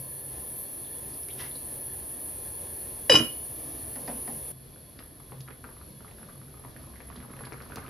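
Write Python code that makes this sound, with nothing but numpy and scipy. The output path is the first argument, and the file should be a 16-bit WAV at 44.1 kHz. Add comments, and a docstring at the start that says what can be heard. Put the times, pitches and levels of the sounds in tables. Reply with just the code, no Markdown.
"""A tiled kitchen, a phone's stereo microphones close to a saucepan on a gas hob.
The burner roars and hisses on a high flame over the room's rumble. Around 1 s a plastic bottle
crackles as its wall flexes. At 3.1 s the metal lid clatters onto the pan, then fingers tap its knob.
At 4.5 s we jump ahead in time: the flame is low and the stew simmers, its bubbles popping
faster and faster as a hand lowers food into it."""
import sys
import numpy as np
from scipy import signal
from scipy.fft import rfft, irfft, next_fast_len
from scipy.io import wavfile
from scipy.ndimage import uniform_filter1d

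SR = 44100
rng = np.random.default_rng(int(sys.argv[2]) if len(sys.argv) > 2 else 0)


def to_wav(s):
    """Save 16-bit WAV."""
    ch = np.atleast_2d(s).T  # columns
    pcm = np.round(np.clip(ch, -1, 1) * 32767)  # PCM
    wavfile.write(sys.argv[1], SR, pcm.astype(np.int16))


N = 347949
T = np.arange(N) / SR


def undb(db):
    """Decibels to gain."""
    return 10 ** (np.asarray(db) / 20)


def decay(t, t60):
    """An envelope that falls 60 dB in t60 seconds."""
    return np.exp(-np.log(1000) * t / t60)


def walk(rate, size):
    """Random levels held 1 / rate s and smoothed twice; spread near 1."""
    hold = int(SR / rate)
    steps = np.repeat(rng.standard_normal(size // hold + 2), hold)
    return 1.39 * uniform_filter1d(uniform_filter1d(steps, hold), hold)[:size]


def coloured(spectrum, size, flicker_db, strip_hz, rate=10):
    """Noise of rms 1 shaped by (frequency [Hz], level [dB]); three interleaved sets of strips flicker."""
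    n = next_fast_len(size)
    f = np.arange(n // 2 + 1) * SR / n + 1e-9
    hz, db = np.transpose(spectrum)
    shape = undb(np.interp(np.log(f), np.log(hz), db, left=-200, right=-200))
    bins = rfft(rng.standard_normal(n)) * shape
    strip = (f / strip_hz + np.sin(f / strip_hz / 3.1)).astype(int) % 3
    noise = sum(irfft(bins * (strip == k), n)[:size] * undb(flicker_db * walk(rate, size))
                for k in range(3))
    return noise / np.sqrt(np.mean(noise ** 2))


def ring(hz, t60, glide=0., rise_s=0., lead=0.):
    """A decaying stereo sine; the pitch moves by 2 * glide * hz, the left side leads by lead radians."""
    t = np.arange(int(SR * t60)) / SR
    phase = 2 * np.pi * hz * t * (1 + glide * t / t60) + np.array([[lead], [-lead]]) / 2
    return np.sin(phase) * decay(t, t60) * np.minimum(t / (rise_s + 1e-9), 1)


def burst(hz, width_hz, t60):
    """A decaying puff of noise in a band, peak near 1."""
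    edges = [max(hz - width_hz / 2, 50), min(hz + width_hz / 2, .45 * SR)]
    band = signal.butter(3, edges, "bandpass", fs=SR, output="sos")
    t = np.arange(int(SR * t60) + 200) / SR
    puff = signal.sosfilt(band, rng.standard_normal(len(t)) * decay(t, t60))
    onset_rms = np.sqrt(np.sum(puff ** 2) / (SR * t60 / np.log(1e6)))
    return puff / onset_rms / 2


def add(track, s, sound, pan_db=0.):
    """Mixes a sound in at s seconds, pan_db louder on the left than on the right."""
    start = int(s * SR)
    sound = np.atleast_2d(sound)[:, :max(N - start, 0)]
    track[:, start:start + len(sound.T)] += sound * undb(np.array([[pan_db], [-pan_db]]) / 2)


def kitchen_reverb(sound, t60=0.3, level_db=-7.5):
    """The tiled walls send back a short diffuse tail, starting 4 ms after the direct sound."""
    t = np.arange(int(SR * t60)) / SR
    mid, side = rng.standard_normal((2, len(t))) * decay(t, t60) * (t > .004)
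    # long waves reach both microphones alike
    side = signal.lfilter(*signal.butter(1, 900, "highpass", fs=SR), side)
    tail = signal.lfilter([1], [1, -.6], [mid + side, mid - side])  # soft things swallow the treble
    tail *= undb(level_db) / np.sqrt(np.sum(tail ** 2, axis=1, keepdims=True))
    return signal.fftconvolve(sound, tail, axes=1)[:, :N]


def room_hum(t):
    """A low resonance of the kitchen swells and fades."""
    # shape of the resonance: (frequency [Hz], relative level [dB])
    spectrum = [(112, -22), (132, 0), (154, -24)]
    # its swells: (time [s], level [dB])
    swells = [(0, -50), (.45, -57.5), (1.5, -54.5), (2.2, -66), (3.7, -54), (4.5, -54.5), (5, -63),
              (5.4, -49), (6, -63), (6.6, -49), (7, -56), (7.4, -50.5), (7.89, -47.5)]
    gain = undb(np.interp(t, *np.transpose(swells)))
    return gain * coloured(spectrum, len(t), flicker_db=1.2, strip_hz=40, rate=5)


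def burner(t, flame):
    """The flame's roar and a high hiss over the room's hum; flame is 0 for high, 1 for low."""
    # room air and flame roar as the phone hears them, with a gap in mid at 7-8.3 kHz;
    # mid and side, per flame: (frequency [Hz], relative level [dB])
    roar_mid = [
        [(15, -62), (25, -17), (70, 4.5), (134, -3.5), (190, -6), (330, -3.5), (560, -6.5), (1020, -16.5),
         (1450, -24.5), (2500, -22.5), (4300, -25.5), (6900, -26), (7400, -114), (9000, -70.5)],
        [(15, -33), (25, -10), (70, -1.5), (130, -4.5), (220, -8), (400, -13), (600, -16), (1000, -26.5),
         (1600, -30), (2800, -31), (4400, -29.5), (6900, -37), (7500, -80), (9000, -85)],
    ]
    roar_side = [
        [(15, -51.5), (25, -59.5), (113, 7.5), (207, -1.5), (245, 6.5), (826, 0.5), (3300, -15.5),
         (4980, -26.5), (8300, -1), (10800, -30.5), (18300, -120)],
        [(15, -99), (25, -67), (107, -11), (234, -9.5), (264, -12), (389, -11), (979, -16.5), (1050, -23.5),
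         (8300, -35.5), (10800, -67), (18300, -120)],
    ]
    # high hiss as the phone hears it, with a hole below 8.3 kHz and a side notch near 11.6 kHz;
    # mid and side, per flame: (frequency [Hz], relative level [dB])
    hiss_mid = [
        [(4880, -111), (8300, -22.5), (9320, 2), (10100, 9), (10700, 11.5), (11100, 10.5), (11600, 2),
         (12600, -0.5), (13700, -2.5), (14600, -23.5)],
        [(8300, -35), (8700, -33.5), (9800, -19), (10600, -13), (11000, -8.5), (11500, -8), (11700, -22.5),
         (13600, -25), (14200, -40), (14600, -48)],
    ]
    hiss_side = [
        [(4880, -52.5), (8300, -11), (10100, 10), (11100, -4), (11400, -15.5), (11600, -42), (13000, -9),
         (14100, 2), (15500, -10)],
        [(4880, -31), (8300, -5), (10700, -5), (11300, -12.5), (11700, -30), (12500, -47.5), (12700, -8),
         (13500, -21), (15500, 2)],
    ]
    # starting levels, per flame: (roar [dB], roar drift [dB/s], hiss [dB], hiss drift [dB/s])
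    flame_levels = [(-49, 0.63, -41, 0.32), (-52.5, 1.08, -55, -0.06)]
    # narrow resonances of rumble, burner ports and jet whistle:
    # (frequency [Hz], half-width [Hz], level on high flame [dB], level on low flame [dB])
    resonances = [(65.6, 9.7, -64, -58.5), (1750, 280, -66.5, -76), (3405, 110, -69.5, -74.5),
                  (4360, 350, -66.5, -73), (10440, 70, -49.5, -84), (10280, 50, -56.5, -77),
                  (1043, 70, -67, -75.5), (11180, 110, -63, -57), (12200, 72, -53.5, -90)]
    roar_side_db, hiss_side_db = (-9, -9.5)[flame], (-5.5, -9.5)[flame]  # relative to mid
    roar_db, roar_drift, hiss_db, hiss_drift = flame_levels[flame]
    roar_gain = undb(roar_db + roar_drift * (t - t[0]))
    hiss_gain = undb(hiss_db + hiss_drift * (t - t[0]))
    n = len(t)
    mid = roar_gain * coloured(roar_mid[flame], n, flicker_db=1.6, strip_hz=150)
    mid += hiss_gain * coloured(hiss_mid[flame], n, flicker_db=1.64, strip_hz=70, rate=25)
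    for hz, width, *db in resonances:
        peak = [(hz - width, -20), (hz, 0), (hz + width, -20)]
        mid += undb(db[flame]) * coloured(peak, n, flicker_db=3, strip_hz=40, rate=18)
    mid += room_hum(t)
    wide_roar = roar_gain * coloured(roar_side[flame], n, flicker_db=1.7, strip_hz=151.5)
    wide_hiss = hiss_gain * coloured(hiss_side[flame], n, flicker_db=1.55, strip_hz=70, rate=22)
    side = undb(roar_side_db) * wide_roar + undb(hiss_side_db) * wide_hiss
    return np.array([mid + side, mid - side])


def bottle_crackle(track):
    """Thin plastic snaps as it flexes: each wide click rings a patch of the bottle's wall."""
    # snaps of the wall: (time [s], ring level [dB], frequency [Hz], click level [dB])
    snaps = [(0.845, -46, 3760, -56), (0.868, -47, 3520, -54), (1.137, -46, 4800, -59),
             (1.23, -46.5, 5260, -39), (1.286, -43.5, 2400, -30), (1.303, -39.5, 3340, -55),
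             (1.513, -44, 3870, -54), (1.555, -38.5, 4270, -49)]
    for s, db, hz, click_db in snaps:
        add(track, s, undb(db) * burst(hz, 0.22 * hz, t60=0.052))
        add(track, s, undb(click_db) * burst(2800, 4600, t60=0.0028))


def bottle_slip(track):
    """Fingers slip on the bottle: a scrape full of small snaps swells, then fades."""
    # colour of the scrape: (frequency [Hz], relative level [dB])
    spectrum = [(600, -27), (1000, -4), (1500, -4), (2200, 1), (3000, -4), (4500, -7), (6800, -13)]
    start_s, end_s, ramp_s, hold_s = 1.37, 1.49, 0.025, 0.011
    level_db, fade_db_per_s = -47, 129
    t = T[T < end_s - start_s]
    swell = np.minimum(np.minimum(t, t[::-1]) / ramp_s, 1)
    grip = swell * undb(level_db - fade_db_per_s * np.maximum(t - ramp_s - hold_s, 0))
    roughness = undb(2 * walk(310, len(t)))
    scrape = coloured(spectrum, len(t), flicker_db=2.7, strip_hz=515, rate=68)
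    add(track, start_s, grip * roughness * scrape)
    for when, pitch, size in rng.random((36, 3)):
        i, hz = int(when * len(t)), 900 * 5.2 ** pitch
        snap = undb(-0.5 - 4 * np.log(size)) * burst(hz, 0.15 * hz, t60=0.021)
        add(track, start_s + t[i], grip[i] * snap)


def lid_first_touch(track, s, touches):
    """The rim clicks and air squeezed in the gap rings, sinking as it closes; later touches damp it."""
    add(track, s, undb(-19) * burst(6000, 9000, t60=.006))
    air = ring(583, t60=0.23, glide=-0.89, rise_s=0.0033, lead=0.6)
    closing = uniform_filter1d(undb(-5 * touches), size=200)
    add(track, s, undb(-11) * air * closing[:len(air.T)], pan_db=-1.5)


def lid_clatter(track):
    """Each contact lands elsewhere on the rim, so each mode gets a new share; long contacts are duller."""
    # rim contacts: (time [s], ring level [dB], contact length [ms], crack level [dB],
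    # thud level [dB], change to the earlier ringing [dB])
    contacts = [(3.096, -13.5, 0.12, -8, -27.5, -1), (3.120, -19, 0.034, -14, -25.5, 0.5),
                (3.142, -21, 0.054, -12, -15.5, -9), (3.1526, -11.5, 0.16, -14.5, -28, -6),
                (3.158, -47, 0.2, -23.5, -33, -1.5), (3.165, -46, 0.23, -29, -22, -3.5),
                (3.199, -50, 0.26, -21.5, -21.5, -4), (3.228, -43, 0.24, -30, -47, -0.5)]
    # modes of lid and pan wall: (frequency [Hz], level struck on an edge [dB],
    # level landing flat [dB], t60 [s], lead at the left microphone [rad])
    metal_modes = [(1080, -12.5, -10, 0.22, 2), (1348, -14.5, -7, 0.12, 2), (1588, -15, -14.5, 0.11, 2),
                   (1750, -16, -16, 0.14, 0), (2043, -18.5, -9, 0.038, 0), (2448, -12, -10, .33, .6),
                   (2925, 1, 4, .2, .7), (2944, -16, -9, .45, .8), (2967, 4, -12, .18, .5),
                   (3015, -12, 3, .14, .7), (3036, -22, -16, .45, .7), (3215, -16, -16, .13, .5),
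                   (3343, -20, -20, .14, .5), (3880, -3, -9, .11, .5), (3946, -18, -20, .2, .5),
                   (4568, -26, -18, .25, 0), (4955, 0, -11, .11, 1), (5003, -2, -9, .1, .8),
                   (5097, -8, -2, .17, .8), (5140, -16, -11, .33, .5), (5491, -21, -21, .15, -1),
                   (5654, -10, -12, .14, -1.5), (6145, -16, -9, .19, -1.5), (7289, -14, -11, .21, -2.5),
                   (7418, -26, -26, .2, -2.5), (8200, -29.5, -24, .2, -8), (9760, -9.5, -13, .22, 2),
                   (9765, -23, -20, .2, 13.5)]
    # modes of the pan body and the air inside: (frequency [Hz], level [dB], t60 [s])
    body_modes = [(88, -22, .3), (131.8, -4, .14), (240, -5, .14), (312.4, 2, .12), (416.6, -7.5, .09),
                  (617, -9, .1)]
    flat_s = 3.13  # from here on the lid lands flat
    for s, ring_db, contact_ms, crack_db, thud_db, _ in contacts:
        touches, damping_db = np.zeros((2, SR))
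        for later_s, *_, change_db in contacts:
            if later_s > s:
                touched = T[:SR] > later_s - s
                touches += touched
                damping_db += change_db * touched
        damping = uniform_filter1d(undb(damping_db), size=100)
        shares = rng.standard_normal((len(metal_modes), 2))
        for (hz, edge_db, flat_db, t60, lead), (size, pan) in zip(metal_modes, shares):
            gain = undb(ring_db + (flat_db if s > flat_s else edge_db) + 1.1 * size)
            dulling = 1 / (1 + (hz * contact_ms / 1000) ** 2)
            mode = ring(hz, t60, rise_s=0.004, lead=lead)
            add(track, s, dulling * gain * mode * damping[:len(mode.T)], pan_db=3 * pan)
        add(track, s, undb(crack_db + 1) * burst(1500, 1700, t60=.014))
        add(track, s, undb(crack_db - 17) * burst(1700, 1800, t60=0.21))  # many small modes rattle
        add(track, s, undb(crack_db - 19) * burst(4700, 3300, t60=0.17))
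        for hz, db, t60 in body_modes:
            mode = ring(hz, t60, rise_s=0.005)
            add(track, s, undb(thud_db + db) * mode * damping[:len(mode.T)], pan_db=-1.5)
        if s == contacts[0][0]:
            lid_first_touch(track, s, touches)


def knob_taps(track):
    """Fingers tap the lid's knob: a low knock and two bright ticks, shaking the lid and the pan."""
    # finger taps: (time [s], knock level [dB], tick level [dB])
    taps = [(3.956, -39.5, -42), (4.076, -33, -34.5), (4.091, -36.5, -47.5), (4.276, -37.5, -41)]
    for s, db, tick_db in taps:
        add(track, s, undb(db) * burst(667, 560, t60=0.2624))
        add(track, s, undb(db - 0.5) * burst(248, 88, t60=0.35))  # the closed pan booms
        add(track, s, undb(tick_db) * burst(1900, 260, t60=0.04264))
        add(track, s, undb(db - 5.5) * burst(1240, 2100, t60=0.17))  # the loose lid chatters
        add(track, s, undb(tick_db - 3.5) * burst(4845, 600, t60=0.0287))


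def pop(track, s, db, hz, cycles, pan_db):
    """A bursting bubble rings briefly, climbing as its cavity opens; droplets follow, big ones slop."""
    cavity = ring(hz, cycles / hz, glide=0.12, rise_s=0.62 / hz)
    film_tear = burst(1600, 1900, t60=.014)
    overtone = ring(1.64 * hz, .7 * cycles / hz, glide=.13, rise_s=.5 / hz)
    droplets = burst(1.14 * hz, 1.04 * hz, t60=0.027)
    slop = burst(333, 470, t60=0.069)
    slop_db = -6 - 3 * np.log2(hz / 1000)
    for part, part_db in (cavity, 3.5), (film_tear, -9), (overtone, -9), (slop, slop_db):
        add(track, s, undb(db + part_db) * part, pan_db)
    add(track, s + 0.0048, undb(db - 13) * droplets, pan_db)


def simmer(track):
    """Small bubbles burst at random, ever faster; most are rising blips, a few are full pops."""
    # build-up of the simmer: (time [s], rate [bursts/s], level [dB])
    build_up = [(4.55, 14, -59), (5.2, 32, -54), (6.5, 55, -53), (7.2, 150, -50), (7.89, 220, -47)]
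    pop_share = .1
    times, rates, levels = np.transpose(build_up)
    draws = rng.random((400, 6))
    arrivals = np.cumsum(-np.log(draws[:, 0]))
    expected_count = np.cumsum(np.interp(T, times, rates, left=0)) / SR
    for count, (_, pitch, size, length, pan, kind) in zip(arrivals, draws):
        if count >= expected_count[-1]:
            break
        s = np.searchsorted(expected_count, count) / SR
        db, pan_db = np.interp(s, times, levels), 3 * pan - 2
        if kind < pop_share:
            pop(track, s, db - 0.5 * size, hz=950 * 1.7 ** pitch, cycles=27, pan_db=pan_db)
        else:
            hz = 700 * 3.2 ** pitch
            blip = ring(hz, (3 + 5 * length) / hz, glide=0.57, rise_s=0.00028)
            add(track, s, undb(db - 2.7 * np.log(size)) * blip, pan_db)


def stew(track):
    """Steam breaks through the thick stew near the microphones: pops, glugs and spits over a simmer."""
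    # the loudest bubbles bursting: (time [s], level [dB], frequency [Hz], ring length [cycles])
    pops = [(4.761, -46.5, 1480, 12.5), (4.991, -31, 1900, 4.8), (5.004, -41, 1100, 7.6),
            (5.026, -42, 1600, 9.9), (5.201, -42.5, 1090, 6.7), (5.298, -47, 1400, 8),
            (5.32, -34, 1040, 7.6), (5.322, -36.5, 560, 2.8), (5.33, -41, 1060, 5), (5.478, -41, 1750, 13),
            (5.481, -43, 2030, 12), (5.485, -34.5, 1293, 12), (5.5, -41, 1700, 4.2),
            (5.506, -31, 1700, 4.2), (5.642, -31.5, 1380, 11), (5.647, -39, 1360, 14),
            (5.689, -38.5, 850, 6.4), (5.704, -51, 1200, 6), (5.71, -45, 1090, 11), (5.767, -46, 1100, 12),
            (5.814, -40, 1220, 8.6), (6.006, -38, 1200, 5), (6.047, -39, 1220, 13), (6.08, -43, 1900, 11),
            (6.112, -41, 2400, 6.6), (6.185, -43, 1490, 14), (6.215, -41, 700, 5.7), (6.23, -37, 1310, 5.8),
            (6.288, -45, 1140, 23), (6.296, -42, 1450, 11), (6.416, -39, 1270, 7.9),
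            (6.542, -41, 1110, 7.1), (6.575, -45, 1180, 7.8), (6.639, -40, 1060, 8.9),
            (6.649, -36, 1010, 10), (6.764, -40, 1710, 14), (6.84, -46, 1154, 12), (6.873, -47, 1070, 15),
            (6.958, -42, 1900, 9), (7.004, -33.5, 1690, 5.6), (7.087, -42, 2000, 6.4),
            (7.101, -36.5, 1090, 13), (7.126, -40, 1500, 8), (7.158, -34, 1060, 3.8), (7.176, -44, 1800, 8),
            (7.203, -37, 2000, 5), (7.216, -43, 1700, 7), (7.227, -42, 1500, 7), (7.235, -41, 1190, 14),
            (7.249, -40, 1000, 8.6), (7.304, -35.5, 1000, 3.9), (7.337, -38, 1147, 11),
            (7.366, -37, 2400, 6), (7.392, -34, 1800, 6.5), (7.408, -34, 1020, 7.1),
            (7.437, -32, 1500, 5.8), (7.445, -39, 1700, 4.6), (7.451, -36, 1710, 8.9),
            (7.47, -34, 1030, 8.8), (7.514, -42, 1800, 6), (7.522, -28, 1300, 3.8), (7.534, -38, 2100, 19),
            (7.543, -34.5, 1160, 7.1), (7.604, -33, 1500, 7.9), (7.612, -36, 1370, 10),
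            (7.634, -39, 1610, 6.6), (7.698, -41, 1175, 11), (7.709, -36, 1390, 6.7),
            (7.721, -33.5, 1440, 16), (7.734, -43, 1600, 6), (7.7586, -28.5, 1610, 3.6),
            (7.771, -29, 1180, 7.9), (7.782, -28, 1300, 5.5), (7.792, -36, 1800, 5.5),
            (7.825, -45, 1208, 7), (7.849, -37.5, 1134, 10), (7.864, -35, 2200, 7), (7.873, -36, 1600, 3.9),
            (7.881, -30.5, 1600, 5.8)]
    # large steam pockets heaving the surface: (time [s], level [dB], frequency [Hz])
    glugs = [(5.339, -42, 150), (6.041, -50, 170), (6.239, -40, 180), (7.173, -34, 197), (7.201, -33, 188),
             (7.221, -45, 180), (7.26, -41, 170), (7.336, -40, 200), (7.428, -36.5, 181)]
    # film snapping with a spit of liquid: (time [s], spit level [dB], frequency [Hz], snap level [dB])
    spits = [(4.988, -40, 4100, -56), (5.406, -39, 4750, -35), (7.16, -40, 4100, -52),
             (7.452, -37, 4100, -46), (7.527, -42, 4900, -56), (7.62, -44, 4400, -45),
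             (7.7585, -35, 4650, -26.5)]
    for (s, db, hz, cycles), pan in zip(pops, rng.standard_normal(len(pops))):
        pop(track, s, db, hz, cycles, pan_db=4 * pan)
    for s, db, hz in glugs:
        add(track, s, undb(db + 3.5) * ring(hz, t60=6 / hz, glide=.3, rise_s=.003))
    for s, db, hz, snap_db in spits:
        add(track, s, undb(db - 3.5) * burst(hz, 0.51 * hz, t60=0.042))
        add(track, s, undb(snap_db) * burst(7400, 16000, t60=0.0049))
    simmer(track)


def scene():
    """Lid, bottle and stew, heard from close by, ring in the kitchen above the burner."""
    jump_s = 4.518  # the flame is low from here on
    lid_send_db = -5  # the lid is nearer the phone than the walls, so less of it comes back
    close, lid = np.zeros((2, 2, N))
    lid_clatter(lid)
    knob_taps(lid)
    bottle_crackle(close)
    bottle_slip(close)
    stew(close)
    reverb = kitchen_reverb(close + undb(lid_send_db) * lid)
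    hob = np.hstack([burner(T[T < jump_s], flame=0), burner(T[T >= jump_s], flame=1)])
    return hob + reverb + close + lid


def record(dry):
    """The phone beside the hob cuts the top of the treble steeply."""
    top_hz = 15600
    return signal.sosfilt(signal.ellip(10, .2, 90, top_hz, fs=SR, output="sos"), dry)


dry = scene()
out = record(dry)
to_wav(out)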